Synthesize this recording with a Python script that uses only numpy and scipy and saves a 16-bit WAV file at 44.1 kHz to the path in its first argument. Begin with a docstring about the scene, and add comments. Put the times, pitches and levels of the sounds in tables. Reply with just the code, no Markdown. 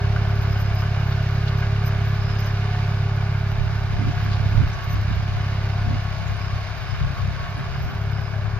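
"""First comes the throb of a small diesel tractor, dragging a rotary tiller slowly away over a field.
Exhaust puffs ring the silencer, knocks and taps rattle the block, and gear teeth whine.
The tines spray soil and flick stones at the hood, rub with a faint squeal and keep a flap clanking.
Halfway through, wind starts to buffet the two microphone ports and the throb comes and goes."""
import sys
import numpy as np
from scipy import signal
from scipy.fft import rfft, irfft
from scipy.io import wavfile
from scipy.ndimage import uniform_filter1d

SR = 44100
rng = np.random.default_rng(int(sys.argv[2]) if len(sys.argv) > 2 else 0)


def put_to_file(sound):
    """Save the sound as 16-bit audio at rate SR, in the file named by the first command-line argument."""
    columns = np.atleast_2d(sound).T  # one column per channel
    safe = np.clip(columns, -1, 1)
    whole_steps = np.round(safe * 32767)
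    wavfile.write(sys.argv[1], SR, whole_steps.astype(np.int16))


N = 378819
TIME, BINS = np.arange(N) / SR, np.fft.rfftfreq(N, 1 / SR)
CRUISE_SPEED = 34.5  # crankshaft turns a second


def from_db(db):
    """Decibels to gain."""
    return 10 ** (np.asarray(db) / 20)


def unit(x):
    """Scales to an rms of one."""
    return x / np.sqrt(np.mean(x ** 2) + 1e-20)


def stereo(left, right):
    """A value for each channel, as a column."""
    return np.array([[left], [right]])


def over_time(rows):
    """Each column of an automation table, at every sample."""
    times, *columns = np.transpose(rows)
    return np.array([np.interp(TIME, times, c) for c in columns])


def over_hz(rows):
    """Each column of a spectrum table, at every frequency bin."""
    hz, *columns = np.transpose(rows)
    return np.array([np.interp(np.log(BINS + 1), np.log(hz + 1), c) for c in columns])


def colour(x, gain):
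    """Filters by a gain for each bin."""
    return irfft(rfft(x) * gain, N)


def ring(hz, width_hz):
    """Gain of a resonance."""
    return 1 / (1 + ((BINS - hz) / (width_hz / np.sqrt(2))) ** 2)


def below(hz, order):
    """Gain of a low-pass."""
    return 1 / (1 + (BINS / hz) ** order)


def noise():
    """Two unrelated channels of white noise."""
    return rng.standard_normal((2, N))


def drift(rate_hz):
    """Smooth random modulation with an rms of one."""
    return unit(colour(rng.standard_normal(N), below(rate_hz, 4)))


def swell(at, length):
    """A smooth rise and fall around one moment."""
    return np.exp(-((TIME - at) / length) ** 2)


def swells_db(rest_db, rows):
    """A resting level with swells on top, in dB; one curve for each level column of the rows."""
    power = sum(from_db(dbs)[:, None] ** 2 * swell(at, length) for at, length, *dbs in rows)
    return 10 * np.log10(from_db(rest_db) ** 2 + power)


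def pulses(turns):
    """One click each time the count of turns passes a whole number."""
    return np.diff(np.floor(turns), prepend=np.floor(turns[0]))


def receding_db(fade, speed):
    """Level of a part of the machine: fainter with time, louder with engine speed."""
    start_db, loss_db_per_s, speed_db = fade
    return start_db - loss_db_per_s * TIME + speed_db * (speed - CRUISE_SPEED)


# likeness of the two ports: f/Hz, coherence/0-1
PORT_LIKENESS = [(300, 0.66), (700, 1), (1200, 0.9), (1900, 0.66), (3000, 0.53), (5000, 0.42), (8000, 0.38),
                 (13000, 0.1)]
# lead of the left port: f/Hz, phase/rad
LEFT_LEAD = [(150, 0), (430, .3), (690, -.3), (950, 1.1), (1210, -.2), (1550, .7), (1810, .5), (3100, 1.8),
             (3960, 1.4), (5340, 2.2), (8700, 2.7), (10900, 4), (15200, 6.8)]


def ports(pair):
    """Two unrelated signals become one wide, partly shared sound, mostly leading on the left."""
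    same = np.clip(over_hz(PORT_LIKENESS)[0], 0, 1)
    left, other = rfft(pair)
    right = (same * left + np.sqrt(1 - same ** 2) * other) * np.exp(-1j * over_hz(LEFT_LEAD)[0])
    return irfft(np.array([left, right]), N)


# tone of the silencer and its pipe: f/Hz, level/dB
SILENCER_EQ = [(12, -53), (34, -7.5), (69, -2.5), (103, 4), (138, -5.5), (172, -13.5), (206, -19),
               (241, -32.5), (276, -40.5), (330, -35), (450, -34.5), (900, -93)]
# tone of the rushing gas: f/Hz, level/dB
GAS_EQ = [(30, -18), (80, -1.5), (150, 4), (190, -9), (260, -15), (350, -23), (800, -69)]
# single partials bloom or hollow out as the tractor moves: t/s, length/s, f/cruise speed, gain/dB
PARTIAL_SWELLS = [(1.3, 0.61, 2, -1.5), (1.35, 0.45, 3, -1.5), (1.43, 0.59, 4, 4), (2.64, 0.73, 2, -4),
                  (3.3, 0.57, 4, 4), (7.6, 0.5, 4, 6), (7.24, 0.39, 2, 6), (7.5, 0.38, 5, 4.5)]
# fade of the throb: start level/dB, loss/(dB/s), lift/(dB per extra turn a second)
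THROB_FADE = (-20, 0.46, 2.14)
# the throb swells or ducks in the wind: t/s, length/s, left gain/dB, right gain/dB
THROB_SWINGS = [(3.7, 0.41, -1.5, -1.5), (4.118, 0.068, 0, -10.5), (4.42, 0.26, 2.5, 4),
                (4.784, 0.087, -5.5, -7), (5.093, 0.14, 2.5, 2.5), (5.8, .3, 1.7, 0),
                (6.154, .06, -1.5, -1.5), (6.567, 0.062, -4, 5), (6.88, 0.18, -5.5, -8),
                (7.178, 0.053, -11, -9), (7.394, 0.1, -10, -5), (7.668, 0.18, -11, -2.5),
                (7.913, .04, -15, -9), (8.3, 0.095, -1, -1.5)]


def exhaust(turns, speed, limp=0.094, uneven=0.0073, rush_db=-17, flutter_db=2.5):
    """One puff a turn, alternately strong and weak, rings the silencer; gas rushes out behind it."""
    puffs = pulses(turns) * (1 + limp * np.cos(np.pi * turns) + uneven * rng.standard_normal(N))
    cepstrum = irfft(np.log(from_db(over_hz(SILENCER_EQ)[0])), N)
    silencer = np.exp(rfft(cepstrum * (1 + np.sign(np.fft.fftfreq(N)))))  # rings only after the puff
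    rush = unit(colour(rng.standard_normal(N), from_db(over_hz(GAS_EQ)[0])))
    throb = unit(colour(puffs, silencer)) + from_db(rush_db) * rush
    throb += sum((from_db(db) - 1) * swell(at, length) * colour(throb, ring(k * CRUISE_SPEED, 16))
                 for at, length, k, db in PARTIAL_SWELLS)
    swings_db = sum(stereo(left, right) * swell(at, length) for at, length, left, right in THROB_SWINGS)
    level_db = receding_db(THROB_FADE, speed) + swings_db + stereo(0, 0.9)
    faded = np.clip((level_db.max() - level_db.mean(0)) / 10, 0, 1) ** 2  # more flutter when faint
    return from_db(level_db + flutter_db * faded * drift(13)) * throb


# the four piston knocks of one engine cycle: relative strength
KNOCK_ACCENTS = [.9, .2, .3, 1.1]
# ring of the block and sheet metal: f/Hz, left level/dB, right level/dB
BLOCK_EQ = [(147, 1, 7.5), (292, -10, -8.5), (531, -4, -7), (694, 3, 5), (765, -4, -0.5), (897, -10, 3),
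            (1050, 2, -16.5), (1167, -2.5, -4.5), (1375, -13, -3), (1420, -3.5, -0.5), (1780, -3.5, -6),
            (1850, -27, -16), (2205, -10, -8.5), (5070, -45.5, -41)]
# fades of block and panels: start level/dB, loss/(dB/s), lift/(dB per extra turn a second)
DRONE_FADE = (-36.5, 0.3, 1.44)
RATTLE_FADE = (-39, 0.19, .1)


def clatter(turns, speed, tap_share=0.14, knock_turns=0.063, tap_count=26):
    """Valves and injectors tap at set angles of the two-turn cycle; pistons knock every half turn."""
    angles, sizes = rng.random((tap_count, 2)).T
    taps = sum(size * pulses(turns / 2 + angle) for angle, size in zip(angles, sizes))
    half_turn, since = np.divmod(turns + .16, .5)
    accent = np.take(KNOCK_ACCENTS, half_turn.astype(int), mode="wrap")
    knocks = noise() * (1 + accent * np.exp(-since / knock_turns))
    blows = np.sqrt(tap_share) * unit(taps - taps.mean()) + np.sqrt(1 - tap_share) * unit(knocks)
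    body = colour(ports(blows), from_db(over_hz(BLOCK_EQ)))
    drone = colour(body, below(960, 16))  # the heavy block rings low, the thin panels above it
    drone_db = receding_db(DRONE_FADE, speed) + 0.81 * drift(5.3)
    rattle_db = receding_db(RATTLE_FADE, speed) + 0.75 * drift(29)
    return from_db(drone_db) * unit(drone) + from_db(rattle_db) * unit(body - drone)


# pitches of the low, middle and high gear mesh: f/crankshaft speed
MESH_PITCHES = [11.5, 21, 33]
# fade of the low mesh: start level/dB, loss/(dB/s), lift/(dB per extra turn a second)
LOW_MESH_FADE = (-41, 0.59, 9.6)
# the upper meshes sing out, before panning: t/s, length/s, middle level/dB, high level/dB
MESH_SURGES = [(.8, 0.36, -47, -53.5), (1.78, 0.17, -47.5, -68), (2.798, 0.19, -44, -57),
               (4.38, 0.36, -45, -53), (4.83, 0.073, -48, -57), (5.383, .12, -45.5, -53),
               (5.87, 0.065, -43, -64), (6.398, 0.31, -63, -48), (7.047, 0.15, -63.5, -51.5),
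               (7.45, 0.15, -52, -52)]
# pitches of the faint drive-train tones: f/crankshaft speed
DRIVE_PITCHES = [12, 19, 23, 25.5, 43]
# the same tones: start level/dB
DRIVE_LEVELS = [-54, -54.5, -53.5, -60, -55.5]


def gears(turns, speed, waver_db=3.0, fade_db_per_s=0.7):
    """Gear teeth sing at multiples of the shaft speed; play in the teeth makes the tones waver."""
    def tone(order, db, play_rad, rate_hz=9.3):
        """One mesh, as a rotating phasor."""
        return from_db(db) * np.exp(1j * (2 * np.pi * order * turns + play_rad * drift(rate_hz)))
    middle_db, high_db = swells_db(rest_db=[[-54], [-58]], rows=MESH_SURGES)
    low = tone(MESH_PITCHES[0], receding_db(LOW_MESH_FADE, speed) + drift(7.5), play_rad=0.05)
    middle = tone(MESH_PITCHES[1], middle_db + 2.9 * drift(3.9), play_rad=0.52)
    high = tone(MESH_PITCHES[2], high_db + 4.9 * drift(12), play_rad=.9, rate_hz=22)
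    drive = sum(tone(order, db - fade_db_per_s * TIME + waver_db * drift(1.94), play_rad=1)
                for order, db in zip(DRIVE_PITCHES, DRIVE_LEVELS))
    left = low * from_db(-0.5) + middle + high * from_db(4.5) + drive
    right = low * np.exp(-.7j) * from_db(-3.5) + middle + high * from_db(-6.5) + drive
    return np.sqrt(2) * np.array([left.real, right.real])


# how hard the tines work the earth: t/s, relative level/dB
TINE_BITE = [(0, -45), (2.3, -45), (2.85, -44), (3.1, -46.5), (3.7, -46.5), (4.2, -44), (5, -45),
             (6.9, -45), (8.59, -49.5)]
# tone of earth spraying the hood: f/Hz, left level/dB, right level/dB
SPRAY_EQ = [(400, 0.5, -6.5), (2010, 5.5, 6), (3000, 3, 4.5), (3430, 0.5, 0.5), (3720, -0.5, -3),
            (4200, 1, 0), (5180, -1.5, 3), (5160, -7.5, -2), (6380, -6.5, -9), (7310, -18.5, -18),
            (8000, -27, -25), (11100, -27, -19.5), (12300, -50, -15.5), (15500, -38, -50)]
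# modes of the hood: f/Hz, width/Hz, left boost/dB, right boost/dB
HOOD_MODES = [(2140, 120, -1.5, 4.5), (2360, 54, -2, 6.5), (2847, 73, -9, 6), (3660, 90, 7.5, 3.5),
              (3900, 70, 1.5, 6.5)]


def soil(turns, crumbs_per_s=2500, crumb_spread_db=2.0, crumb_mix=0.76, pulse_depth=0.025):
    """Crumbs patter on the ringing hood over a hiss of sifting earth that pulses with the drive."""
    hits = rng.random(N) < crumbs_per_s / SR
    crumbs = hits * from_db(crumb_spread_db * np.minimum(rng.exponential(1, N), 4))
    spray = noise() + crumb_mix * unit(crumbs * noise())
    spray *= 1 + pulse_depth * np.cos(4 * np.pi * (turns + 0.1))
    spray *= from_db(.5 * drift(31))
    hood_db = sum(stereo(left, right) * ring(hz, width) for hz, width, left, right in HOOD_MODES)
    patter = unit(colour(ports(spray), from_db(over_hz(SPRAY_EQ) + hood_db)))
    return from_db(over_time(TINE_BITE)[0] + 5.0) * patter


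# accented clanks of the trailing flap: t/s, relative level/dB
FLAP_CLANKS = [(.04, -31.5), (.16, -30.5), (.29, -36), (0.449, -35), (.585, -34), (.82, -28.5), (.97, -34),
               (1.105, -38), (1.505, -32), (1.622, -29), (1.758, -33), (1.905, -35), (2.424, -34),
               (2.70, -46), (2.97, -38), (3.35, -32), (4.12, -38), (4.175, -35), (4.267, -46), (5.27, -44),
               (5.476, -38), (6.945, -32), (7.075, -36), (7.738, -34), (7.89, -36.5)]
# modes of the flap: f/Hz, width/Hz, level/dB
FLAP_MODES = [(1150, 330, -5), (1510, 120, 2), (1620, 44, -0.5), (2130, 200, -8), (2950, 200, -6.5)]


def flap(turns, slaps_a_turn=0.2, slap_db=-42, spread_db=4.5, attack_s=0.00076, decay_s=0.019):
    """The spinning rotor keeps the flap slapping; each slap is a short chatter that rings its modes."""
    slaps = pulses(slaps_a_turn * turns + 0.066 * drift(3)) ** 2
    slaps *= from_db(slap_db + spread_db * rng.standard_normal(N))
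    for at, db in FLAP_CLANKS:
        slaps[round(at * SR)] += from_db(db)
    t = TIME[:SR // 4]
    slap_shape = np.exp(-t / decay_s) * (1 - np.exp(-t / attack_s))
    envelope = signal.oaconvolve(slaps, slap_shape)[:N]
    modes = sum(from_db(db) * ring(hz, width) for hz, width, db in FLAP_MODES)
    return from_db(-1.0) * envelope * unit(colour(ports(noise()), modes))


# high modes of the rubbing steel: f/Hz, width/Hz, left level/dB, right level/dB
STEEL_MODES = [(6030, 40, 4, 3), (8440, 25, -15.5, -15), (13474, 30, -5, 11.5), (14028, 16, -3.5, -7)]
# fits of squealing: t/s, length/s, relative level/dB
SQUEAL_CUES = [(0.46, 0.12, -67), (0.612, 0.024, -59), (0.79, .03, -59), (1.05, 0.091, -68),
               (1.35, 0.12, -70), (1.586, 0.019, -62), (1.87, 0.023, -60), (2.1, .05, -71),
               (2.43, 0.066, -63), (2.9, .03, -75), (3.5, .025, -68.5), (3.76, .05, -73), (4.22, .05, -68),
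               (4.55, 0.13, -72), (4.918, 0.069, -62), (5.15, .03, -70), (6.29, .035, -66), (6.8, .03, -69),
               (7.18, .03, -73), (7.9, 0.13, -70), (8.25, 0.068, -73)]
# the lowest steel mode chirps on its own: t/s, length/s, relative level/dB
CHIRP_CUES = [(0.552, 0.14, -51), (.79, .025, -45), (1.867, 0.021, -49), (2.36, 0.11, -46),
              (6.464, .04, -49), (6.92, 0.036, -49), (7.76, 0.069, -54), (8.166, .03, -51),
              (8.266, 0.027, -51)]


def squeal(fits_db=3.5):
    """Rubbing tines set high steel modes singing in fits over a faint steady ring."""
    modes = sum(from_db(stereo(left, right)) * unit(colour(noise(), ring(hz, width)))
                for hz, width, left, right in STEEL_MODES)
    chirp = from_db(stereo(-4, 4)) * unit(colour(noise(), ring(hz=5060, width_hz=130)))
    grip_db = fits_db * drift(21) - 2.5
    squeal_db = swells_db(rest_db=-79, rows=SQUEAL_CUES) + grip_db
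    chirp_db = swells_db(rest_db=-65, rows=CHIRP_CUES) + .5 * grip_db
    return ports(modes * from_db(squeal_db) + chirp * from_db(chirp_db))


# bed of breeze between gusts: t/s, level/dB
BREEZE_BED = [(0, -50), (3.2, -48), (4.0, -29), (5.7, -38.5), (6.3, -26.5), (7.5, -29), (8.0, -30.5),
              (8.59, -32)]
# gusts at the ports: t/s, length/s, left level/dB, right level/dB
GUST_CUES = [(0.496, 0.33, -34, -44), (2.15, .12, -37, -34), (3.635, .08, -50, -23), (4.59, 0.06, -33, -20),
             (4.93, 0.07, -27, -28), (5.15, 0.097, -38, -24.5), (5.353, 0.054, -28.5, -27),
             (5.893, 0.068, -30, -28), (7.015, 0.068, -22, -21.5), (7.317, .12, -28, -25),
             (7.82, 0.1, -28, -30), (8.45, 0.13, -30, -31)]
# tone of the wind rumble: f/Hz, level/dB
RUMBLE_EQ = [(8, -23), (25, 7), (60, 2.5), (110, 4), (150, 0), (200, -17.5), (300, -40.5), (600, -28),
             (2000, -80)]


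def wind(lump_db=2.5):
    """Moving air gives each port its own lumpy rumble, faint at first and swelling in gusts."""
    strength_db = swells_db(over_time(BREEZE_BED), GUST_CUES) + lump_db * drift(12.5)
    return from_db(strength_db) * unit(colour(noise(), from_db(over_hz(RUMBLE_EQ))))


# stones and clods hit the hood: t/s, level/dB, f/Hz, width/Hz, length/s
STONE_HITS = [(1.129, -43, 4000, 2000, 0.016), (1.484, -38, 3950, 2400, 0.01), (2.44, -52, 6100, 89, 0.045),
              (4.12, -55, 6300, 1500, .015), (4.336, -40, 4000, 2200, 0.02), (4.738, -48, 5800, 2000, .012),
              (6.278, -56.5, 6960, 250, .014), (6.37, -64, 9900, 250, 0.011), (7.583, -61, 9900, 200, .014)]


def stones():
    """Thrown stones and clods draw short scrapes and pings from the hood."""
    return sum(from_db(db) * swell(at, length) * unit(colour(noise(), ring(hz, width) ** 2))
               for at, db, hz, width, length in STONE_HITS)


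# single thumps of wind: t/s, relative level/dB, length/s, pan/0-1 (left to right)
BUFFET_HITS = [(4.006, -23.5, 0.022, .99), (4.088, -23.5, 0.027, 1), (4.276, -30, 0.024, 0.85),
               (4.423, -36, 0.036, 0.9), (4.568, -32.5, 0.051, 0.85), (4.628, -21.5, 0.01, 0),
               (4.956, -31, 0.032, 1), (5.1, -29.5, 0.021, 1), (5.243, -37, 0.018, .9),
               (5.911, -25, 0.037, 0.98), (7.1, -37, 0.029, 0.3), (7.33, -37, 0.018, 0.1),
               (7.592, -27.5, 0.021, 0.46), (7.896, -33, 0.036, 0.3)]
# tone of a thump: f/Hz, level/dB
BUFFET_EQ = [(15, -21), (60, 9.5), (150, 5), (250, 1), (350, -12), (500, -25), (900, -44), (3000, -80)]


def buffets():
    """Sharp pushes of air thump the ports, reaching higher in pitch than the rumble."""
    push = np.zeros((2, N))
    for at, db, length, pan in BUFFET_HITS:
        envelope = np.exp(-((TIME - at) / length) ** 2 / 2)
        push += from_db(db) * np.sqrt(stereo(1 - pan, pan)) * envelope
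    return from_db(5.0) * push * unit(colour(noise(), from_db(over_hz(BUFFET_EQ))))


def open_air(x, patchy_db=0.5):
    """Moving air lets narrow patches of a distant sound swell and fade."""
    spectra = signal.stft(x, nperseg=1024, noverlap=768)[2]
    patches = uniform_filter1d(rng.standard_normal(spectra.shape[1:]), size=4, axis=0)  # across pitch
    patches = uniform_filter1d(patches, size=20, axis=1)  # across time
    spectra *= from_db(patchy_db * unit(patches) + 0.18)
    return signal.istft(spectra, nperseg=1024, noverlap=768)[1][:, :N]


# the crankshaft sags when the tines bite: t/s, speed/(turns/s)
CRANK_SPEED = [(0, 34.76), (0.75, 34.27), (1.25, 34.33), (1.7, 34.73), (2.7, 34.43), (3.35, 34.42),
               (4.0, 34.11), (4.6, 34.02), (5.2, 33.7), (5.65, 34.3), (6.2, 33.49), (6.93, 33.1),
               (8.0, 34.58), (8.59, 34.46)]


def scene():
    """The crankshaft drives engine and tiller alike; the wind plays over both."""
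    speed = over_time(CRANK_SPEED)[0]
    turns = .58 + np.cumsum(speed) / SR
    throb = exhaust(turns, speed)
    engine = clatter(turns, speed)
    whine = gears(turns, speed)
    tiller = soil(turns) + flap(turns) + stones()
    return throb + whine + open_air(engine + tiller) + squeal() + wind() + buffets()


# low shelves thin the right side, then the deepest rumble: t/s, f/Hz, left gain/dB, right gain/dB
BASS_SHELVES = [(6.02, 430, 1, -4), (6.2, 53, -6, -4)]


def record(dry, ramp_s=0.076, top_hz=15700):
    """The bass thins towards the end; a steep high cut trims the top throughout."""
    for at, hz, left, right in BASS_SHELVES:
        shelf_db = stereo(left, right) * np.clip((TIME - at) / ramp_s + .5, 0, 1)
        dry = dry + (from_db(shelf_db) - 1) * colour(dry, below(hz, 8))
    return colour(dry, np.clip((top_hz - BINS) / 100 + .5, 0, 1))


dry = scene()
out = record(dry)
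put_to_file(out)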